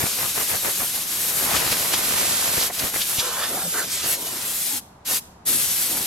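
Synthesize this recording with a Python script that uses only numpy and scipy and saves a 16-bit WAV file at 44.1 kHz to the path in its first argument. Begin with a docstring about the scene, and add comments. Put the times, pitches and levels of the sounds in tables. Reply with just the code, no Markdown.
"""A hissing air jet is already blowing: a blow gun sweeps sawdust off a plank on an outdoor sawmill.
One long blast is followed by a short one, then by another that is still sounding at the end.
Shaped noise makes the nozzle's hiss, the plume's rush and the roar on the wood; random clicks make loose grit.
Tuned noise flares on edges, hoots in hollows of the steel bed and howls along its channels.
Stray air thumps the microphone; the yard answers faintly over a distant drone."""
import sys
import numpy as np
from scipy import signal
from scipy.fft import rfft, irfft, next_fast_len
from scipy.io import wavfile
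from scipy.ndimage import uniform_filter1d, map_coordinates

SR = 44100
rng = np.random.default_rng(int(sys.argv[2]) if len(sys.argv) > 2 else 0)


def digitize_waveform(pressure):
    """Quantize a signal to 16-bit integers and store it at the path in sys.argv[1].

    Rows of a 2-D input are taken as channels; values are limited to [-1, 1].
    """
    field = np.atleast_2d(pressure).T
    bounded = np.clip(field, -1, 1)
    quanta = np.round(bounded * 32767).astype(np.int16)
    wavfile.write(sys.argv[1], SR, quanta)


N = 267246  # length in samples, about 6 s


def amp(db):
    """Turn decibels into a gain."""
    return 10 ** (np.asarray(db) / 20)


def unit(x):
    """Scale to an average (rms) strength of 1."""
    return x / np.sqrt(np.mean(x ** 2) + 1e-20)


def along(points, hz):
    """Read between (pitch_hz, value) points on a log pitch axis."""
    f, v = np.transpose(points)
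    return np.interp(np.log(hz + 1), np.log(f + 1), v)


def clock():
    """The time of every sample, in seconds."""
    return np.arange(N) / SR


def swell(s, half, order=2):
    """A rise and fall around time s: order 1 is a spike, 2 a bell, higher orders a plateau."""
    return np.exp(-.5 * abs((clock() - s) / half) ** order)


def wobble(rate):
    """A smooth random curve with rate new random values a second."""
    knots = rng.standard_normal(int(N * rate / SR) + 4)
    return map_coordinates(knots, [clock() * rate])


def filtered(x, response):
    """Strengthen or weaken each pitch in x by response(hz)."""
    m = next_fast_len(N + 8192)
    spectrum = rfft(x, m) * response(np.fft.rfftfreq(m, 1 / SR))
    return irfft(spectrum, m)[..., :N]


def pair(alike):
    """White stereo noise; alike lists (pitch_hz, likeness of left and right: 0 unrelated, 1 the same)."""
    def mid_and_side(hz):
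        turn = np.arccos(np.clip(along(alike, hz), -1, 1)) / 2
        return np.array([np.cos(turn), np.sin(turn)])

    mid, side = filtered(rng.standard_normal((2, N)), mid_and_side)
    return np.array([mid + side, mid - side])


def rush(colour, alike):
    """Stereo noise of rms 1, coloured by (pitch_hz, level_db) points."""
    return unit(filtered(pair(alike), lambda hz: amp(along(colour, hz))))


def resonances(rows, alike):
    """Turbulent air swells in one resonance for each row."""
    air, out = pair(alike), np.zeros((2, N))
    for s, half, hz, width, db, shape in rows:
        # two passes narrow the peak, so each pass is made wider
        b, a = signal.iirpeak(hz, hz / min(1.49 * width, SR / 4), SR)
        once = signal.lfilter(b, a, air)
        ringing = unit(signal.lfilter(b, a, once))
        out += amp(db) * swell(s, half, shape) * ringing
    return out


# trigger pulls: (start_s, end_s)
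TRIGGER = [(-.1, 4.808), (5.047, 5.202), (5.451, 6.2)]


def valve(opening_s=0.028, closing_s=0.033):
    """Air flow from 0 to 1 as the trigger is squeezed and let go."""
    t, flow = clock(), 0
    for on, off in TRIGGER:
        rise, fall = (t - on) / opening_s, (off - t) / closing_s
        flow = flow + np.clip(np.minimum(rise, fall), 0, 1)
    return flow


# the jet as the gun turns to and from the listener, before the trims in jet();
# one list for each blast: (time_s, nozzle_hiss_db, plume_rush_db)
AIM = [
    [(0, -29, -30.5), (.92, -28, -32.5), (1.06, -29.5, -31.5), (1.37, -26.5, -31.5), (1.67, -30, -28.5),
     (1.85, -29, -30), (2.28, -26.5, -27), (2.52, -28, -29.5), (2.64, -27, -28), (2.76, -31.5, -32),
     (3.12, -28, -31.5), (3.26, -31.5, -32.5), (3.52, -29.5, -35), (3.7, -29, -35), (4.0, -36, -30.5),
     (4.14, -40, -30), (4.18, -32, -37.5), (4.41, -31, -35), (4.66, -25.5, -33.5), (4.8, -28, -33)],
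    [(5.06, -28.5, -30), (5.1, -27, -31), (5.15, -26, -30.5), (5.2, -21, -26.5)],
    [(5.48, -20.5, -29.5), (5.7, -26, -31.5), (5.81, -24, -30.5), (5.96, -28, -32.5), (6.06, -26, -30)],
]


def aim():
    """Nozzle and plume levels in dB, gliding as the gun turns."""
    s, *levels = np.concatenate(AIM).T
    return [np.interp(clock(), s, db) for db in levels]


# relative strength of each pitch in the fine hiss and in the larger rush: (pitch_hz, level_db)
NOZZLE_COLOUR = [(2000, -35), (6000, -5.5), (8000, -1), (10000, 0.5), (11500, 0.5), (12800, 0),
                 (14000, -4.5), (16000, -13)]
PLUME_COLOUR = [(30, -24), (130, -7), (450, -8.5), (800, -10.5), (1500, -6.5), (2300, -4), (3000, -2),
                (3800, 0), (5500, -1.5), (7500, -2.5), (10000, -9.5), (16000, -22)]
# brief dips of the whole jet: (middle_s, half_length_s, change_db)
DUCKS = [(1.06, 0.023, -2), (2.706, 0.015, -13), (2.917, 0.015, -5.5), (3.872, 0.034, -3)]


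def jet(on_wood, nozzle_db=-2.0, plume_db=2.0, flutter_db=0.79):
    """Fine eddies hiss at the nozzle, louder over the wood; larger ones rush further down the plume."""
    hiss_db, rush_db = aim()
    # the wood throws the hiss back: the lift nears 4.5 dB, and a roar of -39.5 dB gives half of that
    rebound_db = 4.5 * on_wood / (on_wood + amp(-39.5))
    duck_db = sum(db * swell(s, half) for s, half, db in DUCKS)

    # around 4.2 s the nozzle points away, so that its hiss arrives only by reflections
    averted = swell(4.2, half=0.29, order=4)
    direct = rush(NOZZLE_COLOUR, [(6000, 0.48), (12000, 0.68), (15000, 0.76)])
    scattered = rush(NOZZLE_COLOUR, [(6000, 0.36), (12000, 0.0)])
    hiss = np.sqrt(1 - averted) * direct + np.sqrt(averted) * scattered
    nozzle = amp(nozzle_db + hiss_db + rebound_db) * hiss

    plume_alike = [(100, 1.0), (600, 0.85), (2000, 0.55), (4000, 0.37), (7000, 0.85)]
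    plume = amp(plume_db + rush_db) * rush(PLUME_COLOUR, plume_alike)
    return (nozzle + plume) * amp(duck_db + flutter_db * wobble(45))


# where the gun is, as how late the left port hears it: (time_s, lag_samples)
BEARING = [(0, -.55), (1.55, -0.35), (2.0, .85), (2.33, 1.4), (2.68, 0.68), (2.76, 0.15), (2.95, -0.64),
           (3.1, 0.17), (3.27, 1.25), (3.8, 1.47), (3.9, 0.67), (4.35, 0.58), (4.7, -0.93), (5.12, 0.54),
           (5.45, -1.3), (6.06, -0.51)]
# strength of the drifting patches, deepest while the gun works among the rails: (time_s, depth_db)
PATCHY = [(0, 2), (2.4, 0.5), (3.1, 2), (3.3, 4), (6, 1.5)]
# how much louder the left microphone port is: (pitch_hz, left_over_right_db)
PORTS = [(100, 0.5), (600, 0.5), (1500, 1.5), (2400, -2.5), (3600, 1), (7500, 0.5), (8500, 1), (9300, -0.5),
         (10200, 2), (12000, 2), (13500, 0.5), (15000, 2)]
# shading by the camera body: (pitch_hz, left_over_right_db per sample of lag)
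SHADE = [(300, -0.5), (1200, -1.1), (2500, -1.5), (6000, -2.5), (8200, -2), (9300, 0.5), (15000, -1)]


def sweep(x):
    """The moving gun shifts between the ports; reflections off the bed colour it in drifting patches."""
    hz, t, z = signal.stft(x, SR, nperseg=1024)
    hz = hz[:, None]
    lag = np.interp(t, *np.transpose(BEARING))

    # random patches, smoothed over pitch and then over time
    field = uniform_filter1d(rng.standard_normal(z.shape[1:]), size=2, axis=0)
    field = unit(uniform_filter1d(field, size=7, axis=1))
    # long waves bend round the rails and stay even
    patches = amp(np.interp(t, *np.transpose(PATCHY)) * field * hz / (hz + 500))

    # half of the difference goes to each side
    left_db = (along(PORTS, hz) + along(SHADE, hz) * lag) / 2
    left = amp(left_db) * np.exp(-1j * np.pi * hz * lag / SR)
    placed = z * np.array([left, 1 / left]) * patches
    return signal.istft(placed, SR, nperseg=1024)[1][:, :N]


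# how long the echo takes to fade by 60 dB: (pitch_hz, fade_s)
YARD_FADE = [(200, 0.31), (1500, 0.65), (6000, 0.55), (14000, 0.4)]
# how wide the echo is: (pitch_hz, side_over_mid_db)
YARD_WIDTH = [(200, 0), (1500, 2), (5000, 5), (13000, 5)]


def yard(x):
    """Fading noise makes a wide outdoor tail, the middle pitches lasting longest."""
    hz, t, z = signal.stft(rng.standard_normal((2, SR)), SR, nperseg=256)
    z = z * amp(-60 * t / along(YARD_FADE, hz)[:, None])
    wide = amp(along(YARD_WIDTH, hz) / 2)[:, None]
    mid, side = signal.istft(np.array([z[0] / wide, z[1] * wide]), SR, nperseg=256)[1]
    tail = np.array([mid + side, mid - side])
    tail = tail / np.linalg.norm(tail[0])
    return signal.fftconvolve(x.mean(0)[None], tail, axes=1)[:, :N]


# relative strength of each pitch in the drone: (pitch_hz, level_db)
DRONE_COLOUR = [(20, -8), (45, -11), (70, 3.5), (120, -2.5), (200, 2.5), (270, -6), (500, -9.5),
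                (750, -3.5), (1000, -6), (1500, -14), (2500, -23.5), (8000, -32), (16000, -54)]


def drone(db=-48.5):
    """Distant machinery murmurs under everything as steady coloured noise."""
    return amp(db) * rush(DRONE_COLOUR, [(100, 1.0), (300, 0.98), (800, 0.32), (3000, 0)])


# swings of the wrist that carry the jet across the plank: (middle_s, half_length_s, roar_db)
PASSES = [(0.028, 0.045, -28), (0.228, 0.043, -30.5), (0.397, 0.033, -28), (0.53, 0.032, -26.5),
          (0.674, 0.034, -28.5), (0.822, 0.025, -29.5), (0.972, 0.023, -36.5), (1.15, 0.14, -45),
          (1.444, 0.2, -34), (1.545, 0.12, -28.5), (1.563, .006, -26), (1.721, 0.011, -23),
          (1.939, 0.005, -23), (2.024, 0.41, -30.5), (2.56, 0.11, -32.5), (2.575, 0.0064, -26.5),
          (2.837, 0.051, -30), (2.957, 0.025, -30), (2.998, .025, -35.5), (3.148, 0.055, -36.5),
          (4.084, 0.055, -34), (5.116, 0.026, -32.5), (5.8, 0.25, -48.5), (5.961, 0.024, -35.5)]


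def contact():
    """How hard the jet bears on the plank: one rounded rise and fall for each pass."""
    power = sum((amp(db) * swell(s, half, order=3)) ** 2 for s, half, db in PASSES)
    return np.sqrt(power)


# relative strength of each pitch in the roar on the wood: (pitch_hz, level_db)
SPLASH_COLOUR = [(25, -20), (70, -4.5), (170, -1), (350, 0.5), (550, 1.5), (1100, 0.5), (1800, -1),
                 (3000, -6.5), (6000, -29), (16000, -41)]


def splash(sputter_db=3.5):
    """The jet breaks up on the wood in a sputtering roar."""
    roar = rush(SPLASH_COLOUR, [(70, 1.0), (200, 0.49), (500, 0.19), (1500, 0.2), (5000, 0.0)])
    return unit(roar * amp(sputter_db * wobble(350)))


def grit(ticks_per_s=220, db=-9, spread_db=7):
    """Loose chips tick against the wood: random clicks of uneven strength."""
    struck = rng.random(N) < ticks_per_s / SR
    ticks = struck * rng.choice([-1, 1], (2, N)) * amp(spread_db * rng.random(N))
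    b, a = signal.butter(2, [500, 6000], "band", fs=SR)
    return amp(db) * unit(signal.lfilter(b, a, ticks))


# stray air hits the microphone: (middle_s, half_length_s, level_db)
PUFFS = [(.004, 0.0064, -30.5), (0.039, 0.0045, -23.5), (0.538, 0.014, -40), (1.564, 0.025, -37),
         (1.723, 0.0093, -34), (2.087, 0.0063, -34), (2.578, 0.0058, -26.5), (2.84, 0.0087, -29),
         (3.187, 0.003, -27.5)]
# relative strength of each pitch in a thump: (pitch_hz, level_db)
PUFF_COLOUR = [(20, -12), (55, -0.5), (150, 1.5), (300, -6), (700, -8.5), (3000, -33)]


def puffs():
    """Stray gusts thump on the microphone as short swells of low noise."""
    gusts = sum(amp(db) * swell(s, half) for s, half, db in PUFFS)
    return gusts * rush(PUFF_COLOUR, [(100, 0.97), (500, 0.4)])


# pockets of the bed that the jet sounds like stopped pipes:
# (middle_s, half_length_s, fundamental_hz, width_hz, fundamental_db, overtone_db)
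HOLLOWS = [(1.52, 0.04, 330, 700, -43, -31.5), (2.706, 0.0065, 685, 300, -30, -40),
           (3.273, 0.05, 485, 70, -40, -49), (3.444, 0.054, 483, 150, -43.5, -46),
           (3.558, 0.061, 250, 220, -39.5, -53), (3.667, 0.029, 177, 30, -39, -53),
           (3.782, 0.05, 427, 330, -38.5, -45), (3.862, 0.027, 200, 200, -44, -46),
           (4.256, 0.092, 326, 300, -42.5, -45), (4.433, 0.086, 410, 700, -45.5, -43.5),
           (4.752, 0.034, 278, 55, -44.5, -41), (5.528, 0.053, 300, 130, -39.5, -60),
           (5.956, 0.069, 282, 200, -39, -43.5)]


def hollows(order=4):
    """Each pocket hoots at its fundamental and its first odd overtone, three times as high."""
    low = [(s, half, hz, width, db, order) for s, half, hz, width, db, _ in HOLLOWS]
    high = [(s, half, 3 * hz, width, db, order) for s, half, hz, width, _, db in HOLLOWS]
    return sum(resonances(rows, [(300, 1.0), (1500, 0.97)]) for rows in (low, high))


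# the jet crosses an edge or a knot hole:
# (middle_s, half_length_s, centre_hz, width_hz, level_db, shape: 1 a spike, 2 a bell)
FLARES = [(1.566, 0.015, 3800, 5000, -21.5, 0.8), (1.727, 0.009, 4350, 3500, -23, 1.2),
          (1.941, 0.0045, 3730, 4200, -18, 0.77), (2.62, 0.022, 4500, 2500, -25.5, 2),
          (2.797, 0.004, 4200, 4000, -22.5, 1.7), (3.019, 0.0045, 3600, 1800, -20.5, 0.89),
          (3.199, 0.0084, 4200, 3200, -20.5, 1.1), (3.44, 0.022, 3000, 2200, -31.5, 1.5),
          (3.79, 0.021, 8800, 8000, -28, 2), (3.935, 0.022, 7950, 6000, -28, 1.8),
          (4.01, .05, 4140, 4500, -32.5, 2.3), (4.105, 0.042, 10200, 6000, -26.5, 4.2),
          (4.49, .03, 10500, 6000, -33, 2), (5.135, .035, 5970, 2800, -29.5, 2),
          (5.7, 0.049, 5900, 400, -34, 2)]


def flares():
    """Air torn on an edge or a knot hole flares up in a short burst around one pitch."""
    return resonances(FLARES, [(3000, 0.82)])


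# channels beside the rail, whose resonances slide with the nozzle;
# one list for each: (time_s, centre_hz, width_hz, level_db)
CHANNELS = [
    [(3.16, 1100, 900, -54), (3.21, 1180, 1000, -33.5), (3.33, 1240, 900, -35.5), (3.44, 1400, 1300, -30.5),
     (3.5, 1300, 900, -38.5), (3.62, 1350, 700, -39), (3.71, 1300, 700, -57), (3.733, 1350, 600, -58),
     (3.742, 1350, 600, -32), (3.8, 1540, 300, -29.5), (3.832, 1390, 650, -34), (3.86, 1410, 890, -52)],
    [(3.49, 480, 200, -48), (3.525, 550, 200, -36), (3.59, 820, 250, -37.5), (3.635, 730, 220, -41),
     (3.672, 543, 130, -38.5), (3.70, 500, 150.5, -60)],
]


def channel(path, sputter_db=1.5, edge=1.28, slope=4):
    """Turbulence howls in a resonance that slides with the nozzle and falls steeply above its peak."""
    hz, t, z = signal.stft(pair([(300, 1.0), (1500, 0.93)]), SR, nperseg=1024)
    s, centre, width, level = np.transpose(path)
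    centre, width = np.interp(t, s, centre), np.interp(t, s, width)
    hz = hz[:, None] + 1  # avoids dividing by zero

    detune = (hz - centre ** 2 / hz) / width
    steep_fall = 1 + (hz / (edge * centre)) ** (2 * slope)
    shape = 1 / np.sqrt(width * (1 + detune ** 2) * steep_fall)
    howl = unit(signal.istft(z * shape, SR, nperseg=1024)[1][:, :N])

    # silent before and after the path
    level_db = np.interp(clock(), s, level, left=-np.inf, right=-np.inf)
    return howl * amp(level_db + sputter_db * wobble(200))


# the plume rumbles in the frame at the head of the bed: (middle_s, half_length_s, level_db)
RUMBLES = [(5.577, 0.14, -46.5), (6.0, 0.12, -46.5)]
# relative strength of each pitch in the rumble: (pitch_hz, level_db)
RUMBLE_COLOUR = [(25, -20), (70, 0), (120, 2), (230, -2), (400, -12), (1000, -33)]


def rumble():
    """The slowest eddies of the plume swell against the frame as low noise."""
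    swells = sum(amp(db) * swell(s, half, order=4) for s, half, db in RUMBLES)
    return swells * rush(RUMBLE_COLOUR, [(100, 1.0), (400, 0.95)])


def scene():
    """The trigger gates the jet and all it sets sounding; the yard, puffs and drone are added."""
    on_wood = contact()
    plank = on_wood * (splash() + grit())
    howls = sum(channel(path) for path in CHANNELS)
    air = jet(on_wood) + plank + hollows() + flares() + howls + rumble()
    flow = valve()
    echo = amp(-17) * yard(flow * air)
    return flow * sweep(air) + echo + puffs() + drone()


def record(dry, port_hz=11800, width_hz=2300, lift_db=6, top_hz=15900):
    """The microphone ports resonate in the treble; the camera cuts off all that lies above its band."""
    def response(hz):
        lift = amp(lift_db / (1 + (2 * (hz - port_hz) / width_hz) ** 2))
        cut = np.clip((top_hz - hz) / 100 + .5, 0, 1)  # a ramp 100 Hz wide
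        return lift * cut

    return filtered(dry, response)


dry = scene()
out = record(dry)
digitize_waveform(out)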